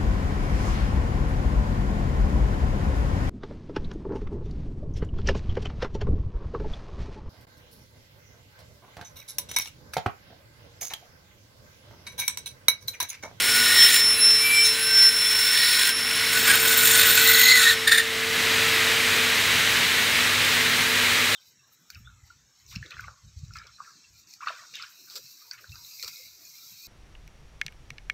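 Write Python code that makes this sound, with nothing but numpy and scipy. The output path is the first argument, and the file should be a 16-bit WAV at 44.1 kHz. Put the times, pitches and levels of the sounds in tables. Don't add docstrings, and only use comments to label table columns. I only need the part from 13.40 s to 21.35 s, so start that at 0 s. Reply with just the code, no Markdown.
import sys
import numpy as np
from scipy import signal
from scipy.fft import rfft, irfft, next_fast_len
from scipy.io import wavfile
from scipy.ndimage import map_coordinates

SR = 44100
rng = np.random.default_rng(int(sys.argv[2]) if len(sys.argv) > 2 else 0)


def store_pcm(level_fs):
    pcm = np.round(np.clip(level_fs, -1, 1) * 32767).astype(np.int16)
    wavfile.write(sys.argv[1], SR, np.atleast_2d(pcm).T)


N = 350595
T = np.arange(N) / SR

TEETH, TOP_HZ = 108, 15750
SECOND_CUT_S, ENTRY_S, EXIT_S = 2.93, 0.015, 0.034

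# (time [s], rate [Hz])
TOOTH_RATE = [(.37, 5388), (.48, 5366), (.68, 5371), (.82, 5360), (1.3, 5367), (1.5, 5380), (1.65, 5378),
              (1.7, 5356), (1.78, 5387), (3.5, 5391)]
# (time [s], level [dB])
SONG_LEVEL = [(0, -30), (.12, -21.5), (1.9, -19.5), (2.2, -21), (2.6, -26.5), (3.15, -31.5), (4.2, -30.5),
              (4.6, -45)]
# (time [s], peak [dB], rise [s], fall [s], multiple of tooth rate)
BLADE_SWELLS = [(.435, -8.5, .085, 0.056, 1), (.69, -15, 0.25, .1, 1), (.86, -11, .07, .19, 1),
                (1.04, -22.5, 0.064, .07, 1), (1.234, -15, 0.13, 0.15, 1), (1.55, -19, 0.19, 0.089, 1),
                (1.666, -9.5, 0.15, .048, 1), (.81, -21, .05, 0.073, 2), (1.24, -28, 0.046, 0.041, 2)]
# (multiple of tooth rate, relative level [dB])
UNEVEN_LINES = [(1 / 2, -40), (3 / 4, -36), (3 / 2, -49), (5 / 2, -45)]
# (start [s], end [s], final rasp [dB], final sizzle [dB], growth [dB])
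WALL_PASSES = [(0, 0.572, -21.5, -20.5, 4), (.6, 1.877, -30.5, -31, 1), (1.25, 1.263, -37, -27, 0),
               (1.57, 1.654, -32, -35, -3), (1.908, 2.481, -22, -24, 4.5), (2.57, 2.92, -26.5, -31, 6),
               (2.938, 3.005, -25.5, -27, -1), (3.058, 3.157, -22.5, -25, 1), (3.19, 3.55, -21, -21, 6.5),
               (3.59, 4.308, -20.5, -25, -0.5)]

# (frequency [Hz], relative density [dB])
FIRST_CUT_COLOUR = [(500, -46), (1000, -10.5), (1400, -8), (2200, 2), (3000, -3), (4200, 1.5), (5000, -4),
                    (6600, -5), (8000, -5.5), (9800, 0), (12500, -7.5), (15500, -4.5)]
SECOND_CUT_COLOUR = [(500, -39), (1000, -17), (1500, 0.5), (2300, 1.5), (3000, -2.5), (4200, 4),
                     (5000, -7.5), (6200, -4), (7500, 0.5), (9500, -2), (12000, -6), (15500, -8)]
AIR_COLOUR = [(25, -43), (50, -15), (140, -9.5), (220, -11.5), (500, -10), (740, -13.5), (1350, -4.5),
              (1950, 1), (3900, -4.5), (5060, -11.5), (6450, -12.5), (9400, -16), (10400, -21),
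              (11400, -18), (15700, -21)]
CRUNCH_COLOUR = [(600, -35), (1000, 6), (1600, 1.5), (3200, 10.5), (4500, -18), (9000, 3.5),
                 (15500, -23)]
OFFCUT_COLOUR = [(600, -42), (1400, -2.5), (2500, -5.5), (4200, 2.5), (5600, -2.5), (9000, -9.5),
                 (15500, -13)]
# (offset from centre [Hz], relative density [dB])
SPRAY_SIDEBANDS = [(10, -7), (100, 4), (350, -14), (900, -12), (2000, -80)]
# (frequency [Hz], width [Hz], gain over colour [dB])
FIRST_CUT_MODES = [(1460, 55, 14), (1860, 130, 5), (2680, 90, 3), (3580, 62, 7), (3970, 83, 4),
                   (7180, 150, 9), (8820, 120, 10), (14500, 500, 5)]
SECOND_CUT_MODES = [(1478, 30, 13), (1660, 150, 4), (3680, 60, 8), (6720, 100, 3), (7340, 200, 9),
                    (8770, 60, 4), (9035, 50, 12)]
CRUNCH_MODES = [(1634, 64, 22), (2260, 200, 12), (5060, 79, 31), (8800, 120, 15.5)]
OFFCUT_MODES = [(1814, 87, 30.5), (3600, 130, 17.5), (4100, 360, 6.5), (7150, 160, 15.5), (8950, 180, 21.5),
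                (13900, 250, 17)]

# (time [s], level [dB])
BACKGROUND_LEVEL = [(.4, -26), (.55, -29.5), (1.8, -32), (2.5, -30), (3.05, -24), (3.6, -23.5), (4.65, -28),
                    (5.1, -21), (7.95, -21)]
# (time [s], level [dB])
FAN_LEVEL = [(0, -45), (1.45, -40), (2.5, -47), (3.45, -32), (4.4, -36), (5.65, -34), (6.0, -42),
             (7.95, -40)]
# (frequency [Hz], level re background [dB])
MOTOR_LINES = [(100, -21.5), (244.4, -19.5), (668, -31.5), (898, -30)]
DRIVE_LINES = [(3779, -17.5), (4000, -17), (4221, -20), (4802, -18.5), (8000, -26.5)]

# (time [s], peak [dB], rise [s], fall [s], frequency [Hz])
SQUEAL_TONES = [(.15, -28.5, 0.098, .25, 1462), (.54, -26, .015, 0.048, 7190),
                (1.15, -15, 0.077, 0.058, 2342), (1.08, -31, .04, .07, 13080), (1.17, -31, .05, .04, 7720),
                (1.22, -32, .12, 0.028, 3055), (1.6, -26.5, .14, 0.098, 1554), (2.03, -33, .12, 0.11, 1517),
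                (1.84, -30.5, 0.027, .03, 1930), (1.86, -29, 0.043, .028, 3470),
                (2.492, -26, 0.053, .025, 1570), (2.98, -22, .025, 0.017, 1488),
                (3.5, -25.5, .2, .17, 9045)]
# (time [s], peak [dB], rise [s], fall [s], frequency [Hz])
WALL_CHATTER = [(.41, -22, 0.14, .12, 1882), (2.21, -26.5, .07, 0.18, 1902), (3.95, -19, .11, 0.069, 1987),
                (4.11, -13.5, 0.067, 0.0584, 2044), (4.291, -15, .05, 0.026, 1870)]
# (time [s], frequency [Hz], relative level [dB], sigma [s])
SQUEAK_BANDS = [(.44, 3350, -26, .04), (.87, 9800, -39, .09), (1.02, 9450, -35, .02),
                (1.266, 6300, -32, .016), (1.265, 3900, -29, .02), (2.27, 4400, -33, .1),
                (4.07, 6700, -31, .12)]
# (time [s], relative level [dB], length [s])
CHIP_CRUNCHES = [(3.078, -20.5, 0.0067), (3.104, -18.5, 0.011), (3.146, -21, 0.0071),
                 (3.257, -25.5, 0.0057)]
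OFFCUT_STRIKES = [(4.479, -11, 0.0048), (4.493, -18, 0.0069), (4.522, -10, 0.0074), (4.533, -22, 0.0065),
                  (4.549, -16, 0.016), (4.583, -11.5, 0.0061), (4.6, -20, 0.0082)]


def amp(db):
    return 10 ** (np.asarray(db) / 20)


def unit(x):
    return x / np.sqrt(np.mean(x ** 2) + 1e-20)


def curve(rows):
    return np.interp(T, *np.transpose(rows))


def wobble(rate_hz):
    return map_coordinates(rng.standard_normal(int(N * rate_hz / SR) + 4), [T * rate_hz])


def phase_of(hz):
    return 2 * np.pi * np.cumsum(hz) / SR


def held(start_s, end_s, attack_s, release_s):
    before = np.minimum(T - start_s, 0) / attack_s
    after = np.maximum(T - end_s, 0) / release_s
    return np.exp(-before ** 2 - after ** 2)


def swell(peak_s, rise_s, fall_s):
    return np.exp(-((T - peak_s) / np.where(T < peak_s, rise_s, fall_s)) ** 2 / 2)


def lobe(peak_s, rise_s, fall_s):
    u = (T - peak_s) / np.where(T < peak_s, rise_s, fall_s)
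    return np.cos(np.pi / 2 * np.clip(u, -1, 1)) ** 1.18


def bursts(rows, ring_s):
    power = np.zeros(N)
    for at_s, db, length_s in rows:
        t = T - at_s
        contact = np.exp(-(np.where(t < 0, 1.3 * t, t) / length_s) ** 2)
        ring = .06 * (t > 0) * np.exp(-abs(t) / ring_s)
        power += amp(2 * db) * (contact + ring)
    return np.sqrt(power)


def filtered(x, response):
    size = next_fast_len(N + 8192)
    return irfft(rfft(x, size) * response(np.fft.rfftfreq(size, 1 / SR)), size)[:N]


def coloured(x, colour, modes=()):
    def response(hz):
        knots_hz, db = np.transpose(colour)
        broad = amp(np.interp(np.log(hz + 1), np.log(knots_hz), db, left=-120))
        peaks = sum((amp(gain_db) - 1) * 1j * hz * width_hz
                    / (mode_hz ** 2 - hz ** 2 + 1j * hz * width_hz)
                    for mode_hz, width_hz, gain_db in modes)
        return broad * (1 + peaks)
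    return unit(filtered(x, response))


def tooth_song(turn_rad):
    level_db = curve(SONG_LEVEL)
    tooth_rad = TEETH * turn_rad + 0.14 * wobble(130)
    flutter = np.interp(T, [1.8, 2.7], [0.25, 0.45])
    sidebands = np.sin(tooth_rad + turn_rad) + np.sin(tooth_rad + 2 * turn_rad) / 2
    give_way = 1 - 0.98 * held(0.405, 1.685, attack_s=0.04, release_s=0.04)
    tone = amp(level_db) * give_way * (np.sin(tooth_rad) + flutter * sidebands)
    octave_db = -13 + 0.86 * level_db + 3 * wobble(14)
    octave = amp(octave_db) * np.sin(2 * tooth_rad + .5 * wobble(45))
    ring = sum(amp(db) * lobe(at_s, rise_s, fall_s) * np.sin(order * tooth_rad)
               for at_s, db, rise_s, fall_s, order in BLADE_SWELLS)
    uneven = sum(amp(db + 4 * wobble(14)) * np.sin(order * tooth_rad) for order, db in UNEVEN_LINES)
    uneven_gain = amp(-12) + amp(3) * swell(0.79, rise_s=.06, fall_s=0.83)
    return tone + octave + ring + uneven_gain * uneven


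def bites(turn_rad, runout_db, chip_db):
    teeth = (1 + .5 * np.cos(TEETH * turn_rad)) * rng.standard_normal(N)
    dig = (np.sin(turn_rad) + np.sin(2 * turn_rad) / 2) * (1 + wobble(30))
    chip_size = unit(wobble(70) + wobble(450))
    return teeth * amp(runout_db * np.minimum(dig, 2) + chip_db * chip_size)


def profile_ring(force, ring_s, gain):
    t = T[:SR // 8]
    tail = rng.standard_normal(len(t)) * np.exp(-t / ring_s)
    return force + gain * signal.fftconvolve(force, tail / np.linalg.norm(tail))[:N]


def cut(force, passes, colour, modes):
    metal = coloured(profile_ring(force, ring_s=.016, gain=.75), colour, modes)
    lows = filtered(metal, lambda hz: 1 / (1 + (hz / 5600) ** 8))
    rasp_gain, sizzle_gain = np.zeros(N), np.zeros(N)
    for start_s, end_s, rasp_db, sizzle_db, growth_db in passes:
        growth = amp(np.interp(T, [start_s, end_s], [-growth_db, 0]))
        depth = held(start_s, end_s, ENTRY_S, EXIT_S) * growth
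        rasp_gain = np.hypot(rasp_gain, amp(rasp_db) * depth)
        sizzle_gain = np.hypot(sizzle_gain, amp(sizzle_db) * depth)
    return rasp_gain * unit(lows) + sizzle_gain * unit(metal - lows)


def machine(turn_rad):
    rush = amp(0.4 * wobble(12)) * coloured(rng.standard_normal(N), AIR_COLOUR)
    hum = sum(amp(db + 1.5 * wobble(5)) * np.sin(2 * np.pi * hz * T + .3 * wobble(7))
              for hz, db in MOTOR_LINES + DRIVE_LINES)
    fan = amp(curve(FAN_LEVEL) + 1.3 * wobble(8)) * np.sin(9 * turn_rad)
    return amp(curve(BACKGROUND_LEVEL)) * (rush + hum) + fan


def squeals(pitch_sag=0.011, jitter_hz=9):
    out = np.zeros(N)
    for at_s, db, rise_s, fall_s, hz in SQUEAL_TONES:
        effort = swell(at_s, rise_s, fall_s)
        phase = phase_of(hz * (1 - pitch_sag * (1 - effort)) + jitter_hz * wobble(130))
        overtone = amp(-26) * (2 * hz < TOP_HZ) * np.sin(2 * phase)
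        out += effort * amp(db + 2.5 * wobble(64)) * (np.sin(phase) + overtone)
    return out


def chatter(pitch_sag=.04, jitter_hz=51.5):
    out = np.zeros(N)
    for at_s, db, rise_s, fall_s, hz in WALL_CHATTER:
        effort = swell(at_s, rise_s, fall_s)
        phase = phase_of(hz * (1 - pitch_sag * (1 - effort)) + jitter_hz * wobble(380))
        tone = amp(3 * wobble(160)) * np.sin(phase)
        rasp = amp(-2 + 3.4 * wobble(200)) * np.sin(2 * phase + phase_of(110 + 200 * wobble(900)))
        out += effort * amp(db) * (tone + rasp)
    return out


def squeaks(jitter_hz=220):
    out = np.zeros(N)
    for at_s, hz, db, sigma_s in SQUEAK_BANDS:
        envelope = amp(db + 6 + 3.14 * wobble(150)) * swell(at_s, sigma_s, sigma_s)
        out += envelope * np.sin(phase_of(hz + jitter_hz * wobble(900)))
    return out


def graze(turn_rad):
    orders = np.r_[TEETH + 2:TEETH + 7, 2 * TEETH - 7:2 * TEETH + 13]
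    buzz = sum(rng.rayleigh() * np.sin(order * turn_rad + rng.uniform(0, 2 * np.pi) + wobble(18))
               for order in orders)
    return np.interp(T, [2.1, 2.8, 3.1], [0, 1, 0]) * amp(-36) * unit(buzz)


def spray(turn_rad, peak_s=3.9, end_s=4.32):
    centre_hz = np.interp(T, [3.45, 4.0], [14480, 14100])
    hiss = coloured(bites(turn_rad, runout_db=2.5, chip_db=0), SPRAY_SIDEBANDS)
    slope_db_per_s = np.where(T < peak_s, 8.5, -34)
    level_db = -17 + slope_db_per_s * (T - peak_s) + 1.6 * wobble(25.04)
    envelope = held(SECOND_CUT_S, end_s, ENTRY_S, EXIT_S) * amp(level_db)
    return envelope * hiss * np.sin(phase_of(centre_hz))


def crunches():
    chips = coloured(rng.standard_normal(N), CRUNCH_COLOUR, CRUNCH_MODES)
    return amp(4) * bursts(CHIP_CRUNCHES, ring_s=.018) * chips


def rattles():
    offcut = coloured(rng.standard_normal(N), OFFCUT_COLOUR, OFFCUT_MODES)
    return bursts(OFFCUT_STRIKES, ring_s=0.025) * offcut


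def scene():
    turn_rad = phase_of(curve(TOOTH_RATE) / TEETH)
    first_passes = [row for row in WALL_PASSES if row[0] < SECOND_CUT_S]
    second_passes = [row for row in WALL_PASSES if row[0] >= SECOND_CUT_S]
    first_force = bites(turn_rad, runout_db=1.4, chip_db=1.64)
    first_cut = cut(first_force, first_passes, FIRST_CUT_COLOUR, FIRST_CUT_MODES)
    second_force = bites(turn_rad, runout_db=1.5, chip_db=2.0)
    second_cut = cut(second_force, second_passes, SECOND_CUT_COLOUR, SECOND_CUT_MODES)
    saw = tooth_song(turn_rad) + graze(turn_rad) + first_cut + second_cut + spray(turn_rad)
    mono = saw + squeals() + squeaks() + chatter() + rattles() + crunches() + machine(turn_rad)
    return np.array([mono, mono])


def record(dry):
    rounded = dry / (1 + np.abs(dry / .75) ** 8) ** (1 / 8)
    return np.array([filtered(side, lambda hz: hz < TOP_HZ) for side in rounded])


dry = scene()
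out = record(dry)
store_pcm(out)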